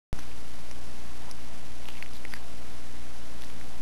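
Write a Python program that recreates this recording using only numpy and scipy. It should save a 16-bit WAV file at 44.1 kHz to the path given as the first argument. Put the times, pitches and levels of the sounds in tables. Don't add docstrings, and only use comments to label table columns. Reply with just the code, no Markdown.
import sys
import numpy as np
from scipy import signal
from scipy.fft import rfft, irfft
from scipy.io import wavfile

SR = 44100
rng = np.random.default_rng(int(sys.argv[2]) if len(sys.argv) > 2 else 0)


def generate_wav(sig):
    pcm = np.round(np.clip(np.atleast_2d(sig).T, -1, 1) * 32767).astype(np.int16)
    wavfile.write(sys.argv[1], SR, pcm)


N = 168021

# start in seconds, pitch in Hz, level in dB, ring time in seconds.
THUMPS = [(.1295, 110.5, -21.5, 0.016), (.1305, 657, -42, 0.057), (.1895, 300, -30.5, 0.011),
          (.7135, 410, -40, 0.0087)]


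def cat_licking():
    # start in seconds, lower mouth resonance in Hz, its level in dB, upper resonance in Hz,
    # its level in dB, dull knock level in dB, ring time of the resonances in seconds.
    smacks = [(1.8554, 2600, -33, 3500, -34, -52, .005), (1.8783, 2650, -32, 4300, -44, -42, .004),
              (1.8860, 2750, -20, 6000, -26, -33, .002), (1.8883, 2350, -29, 3120, -24, -30, .0033),
              (2.0251, 2030, -20, 2680, -22, -38, .0055), (2.0261, 1300, -42, 4400, -31, -50, .006),
              (2.0609, 2100, -30, 3100, -37, -48, .005), (2.1342, 2600, -42, 4950, -31, -50, .005),
              (2.1565, 2400, -44, 3900, -37, -55, .005), (2.2510, 1940, -19.2, 2170, -17.1, -29, .005),
              (2.3375, 1900, -19.5, 4730, -27, -29, .0072)]
    # start in seconds, length in seconds, resonance in Hz, its width in Hz, level in dB.
    squelches = [(1.872, 0.057, 2790, 905, -49.5), (1.925, 0.075, 2410, 610, -51),
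                 (2.14, 0.041, 3930, 800, -51.5), (2.294, 0.033, 5000, 503, -54),
                 (2.342, 0.032, 4790, 507, -56), (2.314, 0.026, 1700, 400, -45.5),
                 (2.346, 0.035, 1730, 354, -49)]
    return clicks(smacks) + rubs(squelches, grains_per_s=2900)


def mouth_clicks_and_ticks():
    # start in seconds, lower resonance in Hz, its level in dB, bright resonance in Hz,
    # its level in dB, dull knock level in dB, ring time of the resonances in seconds.
    sharp_clicks = [(.1893, 1640, -30, 5680, -34.5, -30, 0.0069),
                    (.1933, 3400, -39, 6000, -33.5, -54, .008), (.3153, 2500, -33.5, 5840, -45, -55, .005),
                    (.7127, 2270, -30.5, 5750, -28, -34, 0.0033),
                    (1.3125, 4600, -34, 5560, -20.5, -38, .0036), (3.4142, 2000, -34, 6030, -38, -53, .003),
                    (3.4205, 3400, -27, 5800, -34, -48, .003), (3.4369, 1900, -30, 4080, -30.5, -43, .003),
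                    (3.4462, 3800, -38.5, 5980, -37, -53, .005), (3.5005, 1700, -35, 3270, -33, -48, .003),
                    (3.6124, 1600, -27, 2600, -29.5, -42, 0.0022)]
    return clicks(sharp_clicks) + thumps(THUMPS[2:])


def handling_rustle():
    # start in seconds, length in seconds, resonance in Hz, its width in Hz, level in dB.
    rustles = [(.17, 0.084, 1300, 2600, -53.5), (1.2, .06, 800, 380, -53), (1.26, 0.074, 820, 300, -52),
               (3.39, .08, 5900, 2100, -57), (3.1, 0.63, 210, 110, -58)]
    return rubs(rustles, grains_per_s=4500)


def switch_on_thump():
    return thumps(THUMPS[:2])


def mains_hum():
    # multiple of the mains frequency, level in dB.
    harmonics = [(1, -51), (2, -60.5), (4, -60), (5, -60)]
    mains_hz, whine_hz, whine_db = 58.98, 5940, -70
    tones = [(multiple * mains_hz, db) for multiple, db in harmonics] + [(whine_hz, whine_db)]
    t = np.arange(N) / SR
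    return sum(np.sqrt(2) * from_db(db) * np.sin(2 * np.pi * (hz * t + rng.random())) for hz, db in tones)


def room_tone():
    # frequency in Hz, relative noise level in dB.
    spectrum = [(20, -11.5), (45, -0.5), (80, 1), (110, -2), (190, -1), (380, -8), (700, -6), (950, -9),
                (1250, -12.5), (2200, -14.5), (3800, -18.5), (5900, -17.5), (8000, -24)]
    level_db, top_hz = -49, 8000
    hz, db = np.transpose(spectrum)
    bin_hz = np.maximum(np.arange(N // 2 + 1) * SR / N, 1)
    colour = from_db(np.interp(np.log(bin_hz), np.log(hz), db)) * (bin_hz < top_hz)
    noise = irfft(rfft(rng.standard_normal(N)) * colour, N)
    return from_db(level_db) * rms_one(noise)


def clicks(rows):
    out = np.zeros(N)
    for start_s, low_hz, low_db, high_hz, high_db, knock_db, t60 in rows:
        ring = ping(low_hz, low_db, t60) - ping(high_hz, high_db, t60)
        knock = ping(hz=668, db=knock_db, t60=.0058)
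        add(out, start_s, ring - knock)
    return out


def thumps(rows):
    out = np.zeros(N)
    for start_s, hz, db, t60 in rows:
        add(out, start_s, -ping(hz, db, t60, attack_s=.00088))
    return out


def ping(hz, db, t60, attack_s=.0001):
    t = np.arange(SR // 20) / SR
    attack = 1 - np.exp(-(t / attack_s) ** 2)
    decay = np.exp(-np.log(1000) * t / t60)
    return from_db(db) * np.sin(2 * np.pi * hz * t) * attack * decay


def rubs(rows, grains_per_s):
    out = np.zeros(N)
    for start_s, length_s, hz, width_hz, db in rows:
        slips = rng.standard_normal(SR) * (rng.random(SR) < grains_per_s / SR)
        radius = np.exp(-np.pi * width_hz / SR)
        feedback = [1, -2 * radius * np.cos(2 * np.pi * hz / SR), radius ** 2]
        friction = rms_one(signal.lfilter([1, 0, -1], feedback, slips))
        swell = signal.windows.tukey(min(int(length_s * SR), SR), .5)
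        add(out, start_s, from_db(db) * friction[:len(swell)] * swell)
    return out


def from_db(db):
    return 10 ** (np.asarray(db) / 20)


def rms_one(x):
    return x / np.sqrt(np.mean(x ** 2) + 1e-20)


def add(out, start_s, sound):
    i = max(int(start_s * SR), 0)
    out[i:i + len(sound)] += sound[:max(N - i, 0)]


def scene():
    bed = room_tone() + mains_hum()
    return (bed + cat_licking() + mouth_clicks_and_ticks() + handling_rustle() + switch_on_thump())[None]


def record(dry):
    sample_hz, step, start_s = 16000, 1 / 128, .1291
    offset = -.1045
    input_lowpass = signal.butter(10, 6300, fs=SR, output="sos")
    output_lowpass = signal.ellip(10, .1, 80, 12800, fs=SR, output="sos")
    n = np.arange(N)
    narrowed = signal.sosfilt(input_lowpass, dry[0])
    hold_points = np.floor(n * sample_hz / SR) * SR / sample_hz
    held = np.interp(hold_points, n, narrowed)
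    crushed = step * np.round((held + offset) / step)
    running = n >= start_s * SR
    return signal.sosfilt(output_lowpass, crushed * running)[None]


dry = scene()
out = record(dry)
generate_wav(out)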